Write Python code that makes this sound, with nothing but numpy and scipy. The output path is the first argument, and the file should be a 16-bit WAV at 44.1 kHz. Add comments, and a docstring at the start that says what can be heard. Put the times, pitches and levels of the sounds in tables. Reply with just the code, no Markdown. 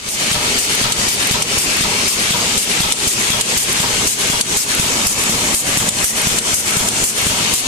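"""A pneumatic wire-mesh welder runs at two strokes a second amid the filtered-noise din of a factory hall.
The gain opens at the start; each stroke then drags chattering wires (random contacts); a valve ticks brightly.
The electrode beam lands with a pressure swing, ringing damped modes; it bounces and some welds spit noise.
The carriage jolts back, the beam lifts, and the cylinders vent a hiss of noise shaped by falling pressure.
As the stereo microphones near the valves, hiss gains on rattle; the gain ducks after loud bursts."""
import sys
import numpy as np
from scipy import signal
from scipy.fft import rfft, irfft, next_fast_len
from scipy.io import wavfile
from scipy.ndimage import uniform_filter1d, map_coordinates

SR = 44100
rng = np.random.default_rng(int(sys.argv[2]) if len(sys.argv) > 2 else 0)


def inscribe(sig):
    """Save sig as 16-bit PCM at rate SR to the path in sys.argv[1].

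    A 1-D sig is mono; a 2-D sig holds one channel per row.
    Samples are clipped to [-1, 1] before scaling.
    """
    pcm = np.round(np.clip(np.atleast_2d(sig).T, -1, 1) * 32767)
    wavfile.write(sys.argv[1], SR, pcm.astype(np.int16))


N = 338247

# damped modes of the machine frame, relative levels: frequency_hz, level_db, t60_s
FRAME_MODES = [(113.4, -4.5, 0.32), (159.2, -4, 0.22), (210.2, -4, 0.18), (258, -3.5, 0.1),
               (351.5, -6, 0.13), (419, -6.5, 0.086), (466, -1.5, 0.094), (560, -7, 0.1),
               (596, -1.5, 0.077), (734, -7, 0.059)]
# spectrum of escaping air, relative levels: frequency_hz, level_db
AIR_SPECTRUM = [(300, -26), (1500, -14), (2700, -6.5), (3700, -8.5), (5500, -3.5), (7000, 0), (8600, .5),
                (10000, -2), (11500, -8), (14200, -9)]
# stereo width, side minus mid: frequency_hz, side_minus_mid_db
STEREO_WIDTH = [(100, -23), (300, -12.5), (700, -5.5), (1400, -3.5), (4000, 0), (14000, -2)]

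# the beam first lands at FIRST_S, then once every CYCLE_S
FIRST_S, CYCLE_S = 0.3136, 0.49811
# one weld is cut short, so each later step of the cycle comes early
SHORT_AT_S, SHORT_BY_S = 5.45, 0.021
# steps of the cycle: leads before the landing of the beam, the others after it
FEED_LEAD_S, TICK_LEAD_S, CLAMP_S, RETURN_S, LIFT_S = 0.117, 0.057, 0.0278, 0.13, 0.271
# standard deviation of a step's level from cycle to cycle
VARY_DB = 0.7


def amp(db):
    """A level in decibels as an amplitude ratio."""
    return 10 ** (np.asarray(db) / 20)


def unit(x):
    """Normalization to an rms value of 1."""
    return x / np.sqrt(np.mean(x ** 2) + 1e-20)


def along(points, hz):
    """Interpolation of (frequency, value) points on a logarithmic frequency axis."""
    f, v = np.transpose(points)
    return np.interp(np.log(hz + 1), np.log(f + 1), v)


def clock():
    """Time of every sample in seconds."""
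    return np.arange(N) / SR


def wobble(rate):
    """Slow random modulation: a smooth curve through rate random knots a second."""
    return map_coordinates(rng.standard_normal(int(N * rate / SR) + 4), [clock() * rate])


def filtered(x, response):
    """Linear filtering: the spectrum times a complex response of frequency."""
    m = next_fast_len(N + SR // 2)
    return irfft(rfft(x, m) * response(np.fft.rfftfreq(m, 1 / SR)), m)[..., :N]


def spread(pair):
    """Interaural coherence: two unrelated signals become a pair alike in the bass, diffuse in the treble."""
    mid = pair[0]
    side = filtered(pair[1], lambda hz: amp(along(STEREO_WIDTH, hz)))
    return np.array([mid + side, mid - side])


def rush(spectrum, patchy_db):
    """Turbulence as shaped stereo noise of rms 1, with time-frequency patches of random gain."""
    z = signal.stft(rng.standard_normal((2, N), dtype=np.float32), nperseg=512)[2]
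    field = uniform_filter1d(rng.standard_normal(z.shape[1:]), 4, 0)
    field = uniform_filter1d(field, 8, 1)
    patchy = z * amp(patchy_db * unit(field)).astype(np.float32)
    pair = signal.istft(patchy, nperseg=512)[1][:, :N]
    return unit(spread(filtered(pair, lambda hz: amp(along(spectrum, hz)))))


def ticks(rate, scatter_db):
    """Shot noise: two trains of random contacts, on average rate a second each, of rms 1."""
    contacts = rng.random((2, N)) < rate / SR
    signs = rng.choice([-1, 1], (2, N))
    return unit(contacts * signs * amp(scatter_db * rng.standard_normal((2, N))))


def played(times, gains, sound):
    """Superposition: the sound is added at each of the times."""
    out = np.zeros(N + 2 * SR)
    for s, gain in zip(times, gains):
        out[max(round(s * SR), 0):][:len(sound)] += gain * sound
    return out[:N]


def bursts(times, levels_db, rise, hold, t60):
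    """Exponential decay: an envelope that swells, holds and dies away from each of the times."""
    t = np.arange(SR // 2) / SR
    shape = np.minimum(t / rise, 1) * amp(-60 * np.maximum(t - rise - hold, 0) / t60)
    return played(times, amp(levels_db), shape)


def ring(force, modes):
    """Modal resonance: a force drives damped modes; a mode's level is its share of the energy."""
    t = np.arange(SR // 2) / SR
    answer = np.zeros(len(t))
    for hz, db, t60 in modes:
        decay = amp(db - 60 * t / t60) / np.sqrt(t60)
        answer += decay * np.sin(2 * np.pi * hz * t + rng.uniform(0, 2 * np.pi))
    answer /= np.linalg.norm(answer)
    return spread(signal.fftconvolve(force, answer[None], axes=1)[:, :N])


def push(hz, life):
    """Heavily damped impact: about one swing of pressure, with a peak of 1."""
    t = np.arange(SR // 10) / SR
    swing = np.sin(2 * np.pi * hz * t) * t / life * np.exp(-t / life)
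    return swing / np.abs(swing).max()


def cycle(offset):
    """Periodic motion: times at which a step comes round, offset seconds from each landing."""
    s = np.arange(FIRST_S - CYCLE_S, N / SR, CYCLE_S) + offset
    s = s - SHORT_BY_S * (s > SHORT_AT_S)
    return s[s > 0]


def varied(db, times):
    """Random variation of level: no two cycles are quite alike."""
    return db + VARY_DB * rng.standard_normal(len(times))


def walked(times):
    """Change of distance: share of the way gone from the beam towards the exhaust valves."""
    # the walk: time_s, share_of_way (0-1)
    walk = [(0.8, 0.01), (4.5, 0.93)]
    return np.interp(times, *np.transpose(walk))


def facing():
    """Directivity: a gain for how squarely the microphones face the machine."""
    # turning away and back: time_s, gain_db
    turns = [(0, 2), (2.5, 2), (3.5, 0), (4.5, -0.5), (5.9, -3.5), (7, -4.5), (7.6, 2)]
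    return amp(np.interp(clock(), *np.transpose(turns)))


def hall():
    """Incoherent sum of other machines: wavering broadband din with motor tones of random level and phase."""
    # din spectrum, relative levels: frequency_hz, level_db
    din_spectrum = [(15, -39), (25, -5.5), (114, -3.5), (234, 1), (305, -3), (388, -2), (520, -5.5),
                    (700, -6.5), (1680, -8), (2640, -5.5), (3700, -11), (5800, -7), (7500, -6),
                    (10000, -14), (12500, -19.5), (14500, -29)]
    # motor hum, mean levels: frequency_hz, level_db
    hum_tones = [(125, -41), (216, -39), (414, -37), (980, -42)]
    hum = np.zeros(N)
    for hz, db in hum_tones:
        level = amp(db + 2.1 * wobble(4.56)) * np.sqrt(2)
        hum += level * np.sin(2 * np.pi * hz * clock() + 1.44 * wobble(11))
    din = amp(-13.5 + 1.5 * wobble(12)) * rush(din_spectrum, patchy_db=1.5)
    return din + hum


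def wire_feed():
    """Friction and repeated contact: wires always chatter; valve puffs, a drag and a carriage jolt recur."""
    # contact noise, relative levels: frequency_hz, level_db
    chatter_spectrum = [(500, -18), (1500, -16), (2600, 7), (4500, 9.5), (7500, -28), (10000, 8),
                        (14000, -52)]
    # sliding noise, relative levels: frequency_hz, level_db
    drag_spectrum = [(300, -12.5), (1000, -6), (1600, -1.5), (2600, -0.5), (3500, -5), (5000, -7.5),
                     (8000, -4.5), (14000, -20.5)]
    # feed-valve air, relative levels: frequency_hz, level_db
    valve_spectrum = [(1500, -44), (5000, -20), (8500, 11), (11000, 10), (14200, -12)]
    # wires and their guides, relative levels: frequency_hz, level_db, t60_s
    wire_modes = [(2182, 5.5, 0.041), (2364, -2, 0.064), (2695, -1, 0.12), (2933, 3, 0.077), (3163, 3, .06),
                  (3700, 3, 0.027), (4220, 1.5, 0.28), (5840, -1, 0.18), (7000, -18, .08),
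                  (7450, -22, 0.072), (8320, 6.5, 0.087)]
    s = cycle(-FEED_LEAD_S)
    drag = bursts(s, varied(0, s), rise=0.034, hold=0.12, t60=1.0)
    contacts = ticks(rate=300, scatter_db=0.5) * (1 + 0.5 * drag)  # stronger while dragged
    chatter = unit(spread(filtered(contacts, lambda hz: amp(along(chatter_spectrum, hz)))))
    scrape = drag * rush(drag_spectrum, patchy_db=0.5)
    puffs = np.zeros(N)
    for delay_s in (0, 0.025):  # the valve puffs twice
        puffs += bursts(s + delay_s, varied(0, s), rise=0.012, hold=0.004, t60=0.12)
    valve = puffs * rush(valve_spectrum, patchy_db=2.5)
    back = cycle(RETURN_S)
    jolt = bursts(back, varied(-19.5, back), rise=0.0015, hold=0.008, t60=0.05)
    carriage = ring(ticks(rate=1500, scatter_db=-0.5) * jolt, FRAME_MODES)
    ringing = ring(contacts, wire_modes)
    return (amp(-24.0) * chatter + amp(-14.5) * scrape + amp(-20.5) * valve
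            + amp(-28.5) * ringing + carriage)


def valve_ticks():
    """Transient noise: a short bright valve tick before each landing, random in time and level."""
    # tick spectrum, relative levels: frequency_hz, level_db
    tick_spectrum = [(1000, -27), (3500, -15), (7500, 2), (11000, 11), (14200, -5)]
    s = cycle(-TICK_LEAD_S)
    late, louder = rng.standard_normal((len(s), 2)).T
    # standard deviations: 12.4 ms and 4 dB
    envelope = bursts(s + 0.0124 * late, -14 + 4 * louder, rise=0.0005, hold=0.002, t60=0.02)
    return envelope * rush(tick_spectrum, patchy_db=0.8)


def exhaust():
    """Jet noise: valves leak, open and blow off as cylinder pressure falls; the lifting beam thuds softly."""
    s = cycle(LIFT_S)
    db = varied(0.2 + 6.0 * walked(s), s)  # the hiss grows along the walk
    opening = bursts(s - 0.001, np.zeros(len(s)), rise=0.0048, hold=0.061, t60=0.081)
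    pressure = bursts(s - 0.003, db - 9.0, rise=0.002, hold=0.017, t60=0.78)
    leak = bursts(s - 0.025, db - 19.0, rise=0.036, hold=0.013, t60=0.45)
    thud = played(s - 0.006, amp(varied(-17.5, s)), push(hz=69.6, life=0.0039))
    return (opening * pressure + leak) * rush(AIR_SPECTRUM, patchy_db=1.5) + thud


def welds():
    """Explosive expulsion of molten metal: a sharp noise crack with a weaker echo dying away in the hall."""
    # spitting welds, relative levels: start_s, level_db
    spits = [(0.921, 11), (1.4218, 8), (2.922, 12), (3.4104, 10), (4.4102, 13.5), (5.8886, 11), (6.3856, 9),
             (6.8852, 6)]
    # spark noise, relative levels: frequency_hz, level_db
    spark_spectrum = [(200, -31), (1200, -15), (3200, 9), (5500, 5.5), (8000, 14), (10500, 7), (14000, -11)]
    s, db = np.transpose(spits)
    crack = bursts(s, db - 10.3, rise=0.0005, hold=0.0045, t60=0.04)
    echo = bursts(s, db - 25.5, rise=0.014, hold=0.0083, t60=1.0)
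    return (crack + echo) * rush(spark_spectrum, patchy_db=2.5)


def beam():
    """Impact excitation: the beam thumps and bounces, its holders ring, and clamping rattles the frame."""
    # electrode holders, relative levels: frequency_hz, level_db, t60_s
    holder_modes = [(3090, -8, 0.13), (3304, 2, 0.24), (3420, -10, 0.18), (3430, -12, 0.17),
                    (3680, -1, 0.13), (4960, -6.5, 0.095), (7250, -2, 0.16)]
    # hollow box section of the beam, relative levels: frequency_hz, level_db, t60_s
    box_modes = [(753, -5, 0.046), (811, -2.5, 0.059), (877, -0.5, 0.056), (960, 0.5, 0.05),
                 (1087, -11, 0.052), (1307, -3.5, 0.067)]
    # noise of the blows, relative levels: frequency_hz, level_db
    clack_spectrum = [(150, 5.5), (450, -9), (900, -1), (1500, -2.5), (3200, -1.5), (6000, -3),
                      (14000, -18)]
    s = cycle(0)
    clamped = s + CLAMP_S
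    # reference levels; the rattle fades along the walk
    thump_db = varied(-5.5, s)
    rattle_db = varied(0.9 - 4 * walked(s), s)

    thump = played(s, amp(thump_db - 1.3), push(hz=159, life=0.0022))
    knock = bursts(s - 0.001, thump_db - 3.5, rise=0.0018, hold=0.0015, t60=0.03)
    puff = bursts(s - 0.002, thump_db - 3.0, rise=0.0059, hold=0.013, t60=0.44)
    puff = puff * rush(AIR_SPECTRUM, patchy_db=2)
    blow = bursts(s + 0.0103, thump_db - 5, rise=0.0013, hold=0.0034, t60=0.041)
    holders = ring(ticks(rate=3000, scatter_db=4.5) * blow, holder_modes)

    clamp = bursts(clamped, rattle_db - 7, rise=0.0025, hold=0.025, t60=0.22)
    shaking = bursts(clamped, rattle_db - 15.5, rise=0.0015, hold=0.017, t60=0.39)
    jolts = ticks(rate=900, scatter_db=4.0) * shaking
    rattle = ring(jolts, FRAME_MODES)
    clunk = bursts(clamped + 0.0052, rattle_db - 14.5, rise=0.0012, hold=0.0058, t60=0.02)
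    clunk = clunk * ticks(rate=3000, scatter_db=3.5)

    # three bounces on the wires, 8.95 ms apart, each 4 dB weaker than the last
    bounce = push(hz=168, life=0.0023)
    rebound = np.zeros(N)
    for k in range(3):
        rebound += played(s + 0.045 + k * 0.00895, amp(rattle_db - 9.5 - k * 4), bounce)

    # these radiate straight ahead
    direct = facing() * (holders + amp(-1.6) * ring(jolts + clunk, box_modes))
    clack = (knock + clamp) * rush(clack_spectrum, patchy_db=1.5)
    return thump + puff + direct + clack + rattle + rebound


def rippled(x, ripple_db):
    """Random modulation: slow ripples of gain across time and frequency, mainly in the treble."""
    hz, _, z = signal.stft(x, SR, nperseg=2048)
    field = uniform_filter1d(rng.standard_normal(z.shape), 3, 1)
    field = uniform_filter1d(field, 30, 2)
    depth_db = ripple_db * hz / np.hypot(hz, 600)
    return signal.istft(z * amp(depth_db[:, None] * unit(field)), SR, nperseg=2048)[1][:, :N]


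def scene():
    """Interaural delay and level: the machine is to one side, its treble later at the left microphone."""
    # frequencies shaded on turning away: frequency_hz, share (0-1)
    shaded_band = [(1200, 0.18), (2500, 0.67), (4500, 0.9), (7000, 0.03)]
    # stereo balance, left minus right: frequency_hz, left_minus_right_db
    lean = [(60, -4.5), (110, -1), (200, -2.5), (370, 0), (690, -1), (1270, 2), (2330, 3.0), (4280, 5),
            (7880, 1), (14500, -1)]
    mix = rippled(hall() + wire_feed() + exhaust(), ripple_db=2) + beam() + welds() + valve_ticks()
    shaded = filtered(mix, lambda hz: np.clip(along(shaded_band, hz), 0, 1))
    mix = mix + (facing() - 1) * shaded

    def half(hz):
        """Half the level difference and half the delay between the channels."""
        lag_s = 0.00045 * hz ** 2 / (hz ** 2 + 1300 ** 2)
        return amp(along(lean, hz) / 2) * np.exp(-1j * np.pi * hz * lag_s)

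    return filtered(mix, lambda hz: np.array([half(hz), 1 / half(hz)]))


def smooth(v, span):
    """First-order lag with a time constant of span seconds."""
    keep = np.exp(-1 / (span * SR))
    return signal.lfilter([1 - keep], [1, -keep], v)


def gain_control(x, limit_db, attack, release_db):
    """Compression: gain falls fast above the limit and climbs back at release_db a second."""
    sensed = filtered(x, lambda hz: hz / np.hypot(hz, 350))  # deep thumps pass almost unnoticed
    level_db = 10 * np.log10(smooth(np.mean(sensed ** 2, axis=0), 0.0034) + 1e-12)
    climb = release_db * clock()
    cut_db = np.maximum.accumulate(np.maximum(level_db - limit_db, 0) + climb) - climb
    # the gain opens gradually at switch-on
    settling_db = 18 * np.exp(-clock() / 0.08)
    return x * amp(-smooth(cut_db, attack) - settling_db)


def record(dry):
    """Saturation and band limiting: the level is controlled, tall peaks are rounded, the top is cut off."""
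    levelled = amp(1.5) * gain_control(dry, limit_db=-17.0, attack=0.0013, release_db=118.5)
    rounded = levelled / (1 + np.abs(levelled / 0.85) ** 6) ** (1 / 6)
    return filtered(rounded, lambda hz: hz < 14450)


dry = scene()
out = record(dry)
inscribe(out)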